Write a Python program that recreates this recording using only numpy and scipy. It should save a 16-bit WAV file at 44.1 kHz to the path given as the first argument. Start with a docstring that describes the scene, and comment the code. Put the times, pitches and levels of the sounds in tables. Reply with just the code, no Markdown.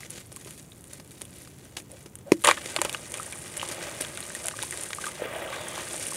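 """Crumbling damp dirt over a tub of water

Grains crackle as filtered random impulses; hard grains click, lumps crunch, and one clod thuds on another.
Pieces splash in as bursts of bubbles and spray; crumbs plop as single ringing air pockets.
Bubble swarms and wet grit slosh, and a scoop hisses with a falling note.
Tub resonances and echoes colour dirt and water; trickles, knocks and a low room rumble are added dry."""
import sys
import numpy as np
from scipy import signal
from scipy.io import wavfile

SR = 44100
rng = np.random.default_rng(int(sys.argv[2]) if len(sys.argv) > 2 else 0)


def output_pcm(signal):
    """Save a mono or channel-first signal as 16-bit PCM at the path in sys.argv[1].

    Samples are clipped to [-1, 1] before scaling.
    """
    pcm = np.clip(np.atleast_2d(signal).T, -1, 1) * 32767
    wavfile.write(sys.argv[1], SR, np.round(pcm).astype(np.int16))


N = 271656
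TIME_S = np.arange(N) / SR
AFLOAT_S = 2.5  # from here on, crumbs fall into the water

# spectrum of grains showering the water, and of spray: freq_hz, relative level_db (per Hz)
GRIT_SPECTRUM = [(100, -15), (350, -12.5), (800, -28), (2000, -51), (3500, -22), (5000, -12.5), (7000, -8),
                 (8500, -0.5), (9600, 1.5), (11000, -9.5), (13000, -16.5), (15500, -29)]
# spectrum of a dull grain body or a water slap: freq_hz, relative level_db (per Hz)
BODY_SPECTRUM = [(200, -53), (900, -4.5), (2000, 4), (3300, 6), (5000, -3.5), (8000, -2), (16000, -100)]


def amp(db):
    """Converts dB to linear gain."""
    return 10 ** (np.asarray(db) / 20)


def unit(x):
    """Scales to an rms of one."""
    return x / np.sqrt(np.mean(x ** 2) + 1e-20)


def decay(t, t60_s):
    """Exponential decay, 60 dB down after t60_s."""
    return np.exp(-np.log(1000) * t / t60_s)


def add(mix, start_s, sound):
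    """Adds a sound into the mix from start_s."""
    part = mix[max(round(start_s * SR), 0):][:len(sound)]
    part += sound[:len(part)]


def follow(table, axis=1):
    """Gain over time, interpolated in dB from one column of a table."""
    rows = np.array(table)
    return amp(np.interp(TIME_S, rows[:, 0], rows[:, axis]))


def click(spectrum, size=2048):
    """Minimum-phase click of the given spectrum, with a peak of one."""
    freq_hz, level_db = np.transpose(spectrum)
    bin_hz = abs(np.fft.fftfreq(size, 1 / SR))
    log_gain = np.log(amp(np.interp(np.log(bin_hz + 1), np.log(freq_hz), level_db)))
    # the Hilbert transform of log gain gives the minimum phase
    response = np.exp(np.conj(signal.hilbert(log_gain)))
    wave = np.fft.ifft(response).real[:size // 2]
    return wave / abs(wave).max()


def colour(x, spectrum):
    """Filters x to a spectrum."""
    return signal.oaconvolve(x, click(spectrum))[:len(x)]


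def impacts(per_s, spread_db, size=N):
    """Random impulses of either sign, most small and a few large."""
    height = amp(spread_db * np.minimum(rng.exponential(1, size), 4))
    sign = rng.choice([-1, 1], size)
    return height * sign * (rng.random(size) < per_s / SR)


def bursts(texture, table, attack_s):
    """Cuts random pieces of a grainy texture into sudden, dying bursts."""
    out = np.zeros(N)
    for start_s, level_db, t60_s in table:
        t = np.arange(int(t60_s * SR) + 2) / SR
        shape = decay(t, t60_s) * (1 - np.exp(-t / attack_s))
        burst = texture[rng.integers(N // 2):][:len(t)] * shape
        # every burst gets the energy of its envelope
        add(out, start_s, amp(level_db) * burst * np.linalg.norm(shape) / np.linalg.norm(burst))
    return out


def grit():
    """Fine grains crackle in the palms, then more brightly over the water; coarse crumbs scrape lower."""
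    # spectrum of grains rubbed in the palms: freq_hz, relative level_db (per Hz)
    rubbing_spectrum = [(100, -20), (350, -9), (800, -14), (2000, -28), (3500, -16), (5200, -12.5),
                        (7000, -6.5), (9500, 1), (11300, -4.5), (13000, -10), (15500, -16)]
    # spectrum of coarse crumbs scraping: freq_hz, relative level_db (per Hz)
    scrape_spectrum = [(90, -9.5), (350, 7.5), (800, -10), (2000, 2.5), (3400, -0.5), (5000, -4), (7000, 0),
                       (10000, -7.5), (15000, -23)]
    # loose dirt sliding between squeezes: time_s, fine_db, coarse_db
    slide = [(0.0, -57.5, -57.5), (.72, -57, -60.5), (1.4, -57, -56), (2.24, -63, -63), (2.42, -50.5, -52),
             (2.54, -47, -42), (3.05, -45.5, -49.5), (3.42, -45, -47.5), (3.85, -44.5, -42),
             (4.18, -44.5, -45), (4.92, -41.5, -47.5), (5.17, -47.5, -45), (5.26, -50, -56),
             (5.72, -44, -42), (5.97, -38, -39), (6.16, -35.5, -40)]

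    afloat = np.clip((TIME_S - AFLOAT_S) / 0.02, 0, 1)
    grains = crackle(per_s=1500, spread_db=5.0, clump_db=2.0, clump_hz=109, sand_db=0)
    strays = chips(3240, 11200, per_s=420, cycles=9, spread_db=4.5)
    rubbed = unit(colour(grains + amp(-0.5) * strays, rubbing_spectrum))
    shower = unit(colour(grains + amp(-4.5) * strays, GRIT_SPECTRUM))
    fine = (1 - afloat) * rubbed + afloat * shower

    crumbs = crackle(per_s=2400, spread_db=3.5, clump_db=3.0, clump_hz=80, sand_db=-2.5)
    coarse = unit(colour(crumbs, scrape_spectrum))
    fine_gain = np.hypot(grip(), follow(slide))
    coarse_gain = np.hypot(grip(coarse=True), follow(slide, axis=2))
    return fine * fine_gain + coarse * coarse_gain


def crackle(per_s, spread_db, clump_db, clump_hz, sand_db):
    """Grains slip past each other in short clumps, over a whisper of fine sand."""
    lowpass = signal.butter(2, clump_hz, fs=SR, output="sos")
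    clumps = unit(signal.sosfilt(lowpass, rng.standard_normal(N)))
    grains = impacts(per_s, spread_db) / np.sqrt(per_s / SR)
    sand = amp(sand_db) * rng.standard_normal(N)
    return unit((grains + sand) * amp(clump_db * clumps))


def chips(low_hz, high_hz, per_s, cycles, spread_db, count=24):
    """Loose grains of many sizes: each clicks for a few cycles at its own pitch."""
    out, t = np.zeros(N), np.arange(SR // 200) / SR
    for pitch_hz in np.geomspace(low_hz, high_hz, count):
        ring = np.sin(2 * np.pi * pitch_hz * t) * decay(t, cycles / pitch_hz)
        out += signal.oaconvolve(impacts(per_s / count, spread_db), ring / np.linalg.norm(ring))[:N]
    return unit(out)


def grip(coarse=False):
    """Gain over time of the finger squeezes, and of one burst of spray: each closes quickly, holds, and its
    grains soon settle."""
    # fingers squeezing or rubbing, and at 2.442 s the spray of pieces splashing in: start_s, length_s,
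    # crackle_db, coarse_db (relative to crackle)
    squeezes = [(0.0, 0.058, -50, 4.5), (0.095, 0.12, -49, 2), (0.33, 0.1, -53.5, -1.5),
                (0.441, 0.096, -49, -3), (0.567, 0.036, -49.5, -1), (0.892, 0.087, -53.5, 0.5),
                (1.11, 0.12, -53.5, -10), (1.32, 0.13, -52.5, -3.5), (1.575, 0.11, -58, -3),
                (1.767, 0.032, -44, -0.5), (1.889, 0.14, -56, -2), (2.312, 0.011, -48.5, 9.5),
                (2.385, 0.057, -55, -12), (2.442, 0.075, -38, 6), (2.64, 0.079, -46.5, 5.5),
                (2.79, 0.097, -48, 3), (2.925, 0.022, -45, 3), (3.122, 0.16, -43.5, -5.5),
                (3.526, 0.2, -47.5, 3), (3.99, 0.039, -43, -4), (4.34, .145, -45, -3),
                (4.581, 0.067, -48.5, 5), (4.708, 0.16, -42, -2.5), (4.995, 0.09, -41, -0.5),
                (6.01, 0.054, -42, -3)]
    attack_s, release_s = 0.013, 0.012
    out = np.zeros(N)
    for start_s, length_s, crackle_db, coarse_db in squeezes:
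        t = np.arange(int((length_s + 8 * release_s) * SR)) / SR
        rise = np.minimum(t / attack_s, 1)
        fall = np.exp(-np.maximum(t - length_s, 0) / release_s)
        add(out, start_s, amp(crackle_db + coarse * coarse_db) * rise * fall)
    return out


def ticks():
    """A hard grain gives a bright tip over a duller body, and scatters a little dust."""
    # single grains snapping or landing: start_s, level_db, body_db (relative, before the trim)
    hard_grains = [(0.105, -16.5, -17), (0.3269, -26, -14), (0.3627, -17.5, -6), (0.3697, -25, -8),
                   (0.4477, -25, -4), (0.5085, -21, -9), (0.8415, -29, -5), (0.934, -19.5, -12),
                   (1.109, -30.5, 0), (1.2177, -17, -5), (1.2203, -27, -15), (1.253, -29, -2),
                   (1.77, -19, 4.5), (1.917, -24.5, -13), (2.1549, -19, -9.5), (2.188, -30, -10),
                   (2.4394, -12, 1), (2.4474, 0, -2), (2.4535, -8, -10), (2.4721, -2, 4.5),
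                   (2.4886, -12, 4), (2.5122, -9, 9), (2.7635, -13, 10), (2.8166, -2.5, -2),
                   (2.8494, -7.5, -1.5), (2.8954, -14.5, 3.5), (2.928, -13, -1.5), (3.1201, -14, -7),
                   (3.141, -15.5, 3), (3.1733, -18.5, -16), (3.2312, -18.5, -16), (3.3249, -20.5, 1.5),
                   (3.5705, -14.5, -8), (3.5773, -15, -19), (3.6281, -16, -3), (3.688, -19, -17),
                   (4.0109, -8, -8), (4.0207, -14, -4), (4.1741, -20, 4), (4.205, -16.5, -6),
                   (4.3502, -15, -4), (4.4579, -12.5, -12), (4.469, -11, -22), (4.484, -8, -2.5),
                   (4.627, -12.5, -2), (4.6329, -14.5, 1), (4.7093, -13, -9), (4.7743, -17, -1.5),
                   (4.826, -19, -13), (4.8367, -21.5, -3), (4.949, -17.5, -21), (5.0563, -16.5, -4),
                   (5.6852, -17, -26), (6.0677, -14, -11)]
    # spectrum of the bright tip: freq_hz, relative level_db (per Hz)
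    tip_spectrum = [(300, -63), (3000, -77), (5000, -24.5), (7000, -8.5), (9500, 0), (11000, -10),
                    (13000, -24), (16000, -23)]
    body_trim_db = -2.5
    out, tip, body = np.zeros(N), click(tip_spectrum), click(BODY_SPECTRUM)
    t = np.arange(len(tip)) / SR
    for start_s, level_db, body_db in hard_grains:
        scatter = 0.25 * rng.standard_normal(len(t)) * np.exp(-t / 0.00073)
        scatter[0] = 1  # the grain itself, ahead of its dust
        strike = tip + amp(body_db + body_trim_db) * body
        add(out, start_s, amp(level_db) * np.convolve(strike, scatter / np.linalg.norm(scatter)))
    return out


def crunches():
    """A lump fractures in a quick run of grain snaps."""
    # lumps giving way: start_s, level_db, t60_s
    fractures = [(.005, -36, .03), (0.177, -36.5, 0.021), (.318, -40, 0.046), (0.472, -39, 0.057),
                 (0.931, -39.5, 0.031), (0.998, -37.5, 0.03), (1.212, -38.5, 0.047), (1.474, -39, 0.023),
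                 (1.767, -30, 0.05), (1.78, -41, 0.059), (2.059, -40.5, 0.044), (2.3194, -11, 0.01),
                 (2.331, -32.5, 0.042), (2.4183, -33, 0.0076), (2.899, -25, 0.0038), (3.713, -30.5, 0.11),
                 (4.006, -26.5, 0.047), (4.4423, -28, .015), (4.9328, -29, 0.0073)]
    # spectrum of the snaps: freq_hz, relative level_db (per Hz)
    crumble_spectrum = [(80, 1), (400, 5), (800, 1), (2300, 1.5), (3500, -2), (5000, 1), (9000, -1),
                        (11500, -2), (16000, -35)]
    snaps = impacts(per_s=9000, spread_db=1.5)
    return bursts(colour(snaps, crumble_spectrum), fractures, attack_s=0.00018)


def knocks():
    """Clod on clod thuds and rings briefly; the lumps are too small to radiate deep bass."""
    # modes of the damp clods and cupped hand: freq_hz, level_db, t60_s
    modes = [(368, 1, 0.022), (307, -22.5, 0.14), (336, -23, 0.17), (211, -27.5, 0.091), (557, -24, 0.07),
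             (975, -15, 0.021), (2120, -6.5, 0.0075), (2430, -10.5, 0.011)]
    # clods bumping in the palms: start_s, level_db
    bumps = [(0.177, -34), (0.46, -31.5), (1.218, -33.5), (1.768, -39), (2.06, -35.5), (2.3192, 2),
             (4.0085, -26.5)]
    out, t = np.zeros(N), np.arange(SR // 3) / SR
    thud = sum(amp(level_db) * decay(t, t60_s) * np.sin(2 * np.pi * freq_hz * t)
               for freq_hz, level_db, t60_s in modes)
    thud = thud * (1 - np.exp(-t / 0.00075))  # soft onset
    for start_s, level_db in bumps:
        add(out, start_s, amp(level_db) * thud)
    return signal.sosfilt(signal.butter(3, 125, "high", fs=SR, output="sos"), out)


def splashes():
    """Each clod or crumb hitting the water throws a burst of bubbles and spray."""
    # water hits: start_s, level_db, t60_s
    hits = [(2.443, -14.5, 0.069), (2.456, -18.5, 0.06), (2.4718, -11, 0.062), (2.482, -13.5, 0.11),
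            (2.495, -14.5, 0.04), (2.512, -30, 0.04), (2.521, -32, 0.061), (2.57, -29.5, 0.062),
            (2.763, -15, 0.019), (2.7869, -18, 0.02), (2.816, -18, 0.022), (2.849, -21, 0.04),
            (2.894, -36, 0.017), (2.946, -17, 0.023), (3.142, -36.5, 0.12), (4.485, -27, 0.022),
            (4.618, -39, 0.13), (4.728, -36, 0.066), (5.038, -31, 0.038), (5.081, -32, 0.055),
            (5.52, -34.5, 0.36), (5.772, -33, 0.23)]
    # spectrum of the froth: freq_hz, relative level_db (per Hz)
    fizz_spectrum = [(250, -24), (550, -7), (780, -11.5), (1100, 3), (2200, 4), (3300, 3.5), (4800, -1),
                     (9000, 20), (15000, -31)]
    swarm = bubbles(432, 4200, per_s=2600, cycles=4.9, spread_db=4.0, count=48)
    froth = unit(colour(swarm, fizz_spectrum))
    spray = unit(colour(impacts(per_s=4400, spread_db=2.0), GRIT_SPECTRUM))
    return bursts(froth + amp(-14.5) * spray, hits, attack_s=0.00099)


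def plops():
    """A crumb slaps the surface and its air pocket rings; the harder the slap, the shorter the ring."""
    # single air pockets: start_s, level_db, pitch_hz (at onset), t60_s
    pockets = [(0.0326, -22.5, 2070, 0.0075), (0.368, -36.5, 1050, 0.022), (0.72, -29.5, 3540, 0.0058),
               (2.4421, -17, 776, 0.0089), (2.457, -6, 1830, .009), (2.48, -18, 1260, 0.014),
               (2.479, -3, 2920, 0.0071), (2.4882, -1, 1054, .021), (2.491, -17, 840, 0.0094),
               (2.504, -15, 3000, 0.0079), (2.513, -7.5, 1084, 0.018), (2.5123, 4, 2270, 0.0049),
               (2.577, -22.5, 1690, 0.028), (2.7643, -23, 1050, .009), (2.789, -25, 333, 0.041),
               (2.8159, -20, 940, 0.021), (2.8501, -13.5, 470, 0.0088), (2.928, -27, 3580, .01),
               (2.9715, -30, 3700, 0.011), (3.1407, -17, 2370, 0.0078), (3.183, -28, 2460, .015),
               (3.198, -21.5, 1250, 0.023), (3.33, -23, 2280, 0.011), (3.597, -16.5, 3020, 0.0081),
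               (3.6151, -13.5, 2820, .0052), (3.63, -13.5, 1000, 0.0088), (4.0485, -17.5, 3170, 0.005),
               (4.1765, -26, 1420, 0.016), (4.228, -20, 3940, 0.0047), (4.3027, -22, 1680, 0.008),
               (4.351, -25.5, 1810, 0.023), (4.453, -18, 1380, 0.0051), (4.5117, -17, 1540, 0.0047),
               (4.539, -27, 1110, 0.018), (4.59, -14.5, 1590, 0.0066), (4.6208, -19, 3650, 0.0085),
               (4.6336, -24, 950, 0.021), (4.725, -16, 1880, 0.0073), (4.906, -15, 1260, 0.0045),
               (4.9321, -9, 2200, 0.0033), (4.9852, -22, 1140, 0.018), (5.041, -22, 1520, 0.021),
               (5.067, -25, 1170, 0.046), (5.199, -30, 625, 0.018), (5.2203, -17, 460, .026),
               (5.238, -24, 1720, 0.013), (5.2535, -27.5, 440, 0.048), (5.9415, -26.5, 650, 0.014),
               (6.063, -25.5, 2800, .014), (6.122, -25.5, 1060, .02)]
    out, slap = np.zeros(N), click(BODY_SPECTRUM)
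    for start_s, level_db, pitch_hz, t60_s in pockets:
        add(out, start_s, amp(level_db + 0.5) * np.exp(-t60_s / 0.006) * slap)
        add(out, start_s, amp(level_db) * bubble(pitch_hz, t60_s))
    return out


def bubble(pitch_hz, t60_s, rise=0.086, attack_s=0.0004):
    """A ringing air pocket; its pitch climbs as it nears the surface."""
    t = np.arange(int(t60_s * SR) + 2) / SR
    tone = np.sin(2 * np.pi * pitch_hz * t * (1 + rise * t / t60_s))
    return tone * decay(t, t60_s) * (1 - np.exp(-t / attack_s))


def bubbles(low_hz, high_hz, per_s, cycles, spread_db, count=36):
    """A steady swarm of bubbles of many sizes."""
    out = np.zeros(N)
    for pitch_hz in np.geomspace(low_hz, high_hz, count) * rng.uniform(0.96, 1.04, count):
        ring = bubble(pitch_hz, cycles / pitch_hz * 2 ** rng.uniform(-1, 1))
        out += signal.oaconvolve(impacts(per_s / count, spread_db), ring)[:N] * np.sqrt(pitch_hz)
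    return unit(out)


def slosh():
    """Dirt moving in water: bubble swarms, a patter of separate drops, and a thick wash of wet grit."""
    # spectrum of swarm and wash: freq_hz, relative level_db (per Hz)
    slosh_spectrum = [(200, -5), (350, -3.5), (550, -1.5), (850, -2.5), (1300, -1), (2100, 1), (3200, -5),
                      (4200, -15), (6000, -24), (15000, -19)]
    # hands and sinking dirt stirring the water: time_s, stir_db
    stir = [(2.53, -49), (2.8, -42.5), (3.03, -48), (3.42, -48.5), (3.83, -39.5), (4.1, -45.5),
            (4.55, -50.5), (4.92, -49.5), (5.16, -46.5), (5.22, -37.5), (5.42, -36), (5.8, -40.5),
            (6.16, -48.5)]
    spill_db = -5  # crumbs that a squeeze drops in, relative to its crackle
    afloat = np.clip((TIME_S - AFLOAT_S) / 0.022, 0, 1)
    swarm = bubbles(339, 4460, per_s=2400, cycles=7, spread_db=2.5, count=48)
    swarm = unit(colour(swarm, slosh_spectrum))
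    patter = bubbles(970, 3570, per_s=170, cycles=10.6, spread_db=3.5, count=20)
    lumps = crackle(per_s=3000, spread_db=2.5, clump_db=2.3, clump_hz=50, sand_db=-2.5)
    wash = unit(colour(lumps, slosh_spectrum))
    water = amp(-5.5) * swarm + amp(-10.5) * patter + amp(-4.5) * wash
    return afloat * water * np.hypot(follow(stir), amp(spill_db) * grip())


def scoop(width_hz=380):
    """Wet grit hisses through a hollow whose note falls as the hands open it."""
    # hollow between the scooping hands: time_s, resonance_hz, level_db
    hollow = [(5.48, 3900, -62), (5.56, 3700, -52), (5.68, 3400, -48), (5.79, 2900, -54), (5.92, 2900, -66)]
    time_s, resonance_hz, _ = np.transpose(hollow)
    turn = np.exp(2j * np.pi * np.cumsum(np.interp(TIME_S, time_s, resonance_hz)) / SR)
    # shift the note to zero Hz, lowpass, shift back: a gliding bandpass
    lowpass = signal.butter(2, width_hz / 2, fs=SR, output="sos")
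    smooth = signal.sosfilt(lowpass, impacts(per_s=5900, spread_db=1.0) / turn)
    active = (TIME_S > time_s[0]) * (TIME_S < time_s[-1])
    return unit((smooth * turn).real) * follow(hollow, axis=2) * active


def trickles(width_hz=45):
    """Dirt streaming onto or through water: noise keeps one hollow resonance sounding."""
    # streams: start_s, length_s, level_db, resonance_hz
    streams = [(1.888, 0.085, -50.5, 562), (2.25, 0.093, -44.5, 556), (4.438, 0.058, -41, 652),
               (5.291, .25, -41.5, 654)]
    out = np.zeros(N)
    for start_s, length_s, level_db, resonance_hz in streams:
        b, a = signal.iirpeak(resonance_hz, resonance_hz / width_hz, SR)
        note = signal.lfilter(b, a, rng.standard_normal(SR // 2))[-int(length_s * SR):]
        fade = signal.windows.tukey(len(note), 0.6)
        add(out, start_s, amp(level_db) * unit(note) * fade)
    return out


def tub(x):
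    """The tub's resonances, quick echoes off its wall, and a faint short tail from the surroundings."""
    # tub and its air: freq_hz, width_hz, relative gain_db
    resonances = [(344, 20, -5.5), (613.5, 95, 1), (922, 130, -17.5), (1210, 30, -13), (1495, 32, -18.5),
                  (1757, 17, -19.5)]
    ring = sum(amp(gain_db) * signal.lfilter(*signal.iirpeak(freq_hz, freq_hz / width_hz, SR), x)
               for freq_hz, width_hz, gain_db in resonances)
    t = np.arange(SR // 4) / SR
    taps = rng.standard_normal(len(t)) * (t > 0.002)
    wall, tail = taps * np.exp(-t / 0.0037), taps * np.exp(-t / 0.013)
    echoes = amp(-10.5) * wall / np.linalg.norm(wall) + amp(-33.0) * tail / np.linalg.norm(tail)
    return amp(-1.5) * (x + amp(2.5) * ring + signal.oaconvolve(x, echoes)[:N])


def room():
    """A steady low rumble with faint hiss, from filtered noise."""
    # background spectrum: freq_hz, relative level_db (per Hz)
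    room_spectrum = [(20, -34), (45, -12), (80, -1), (130, 1), (220, -4.5), (400, -10), (800, -20),
                     (2000, -29.5), (5000, -45), (9500, -38), (15000, -33)]
    return amp(-50) * unit(colour(rng.standard_normal(N), room_spectrum))


def scene():
    """Dirt and water sound through the tub, the rest directly; both channels are the same."""
    dirt = grit() + ticks() + crunches()
    water = slosh() + scoop() + splashes() + plops()
    mono = tub(dirt + water) + trickles() + knocks() + room()
    return np.array([mono, mono])


def record(dry):
    """The microphone sheds the deepest bass, the loudest peaks clip; then the band limit."""
    edge_hz = 15750
    lean = signal.sosfilt(signal.butter(1, 30, "high", fs=SR, output="sos"), dry)
    edge = signal.firwin(255, edge_hz, window=("kaiser", 8), fs=SR)
    return signal.oaconvolve(np.clip(lean, -1, 1), edge[None], "same")


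dry = scene()
out = record(dry)
output_pcm(out)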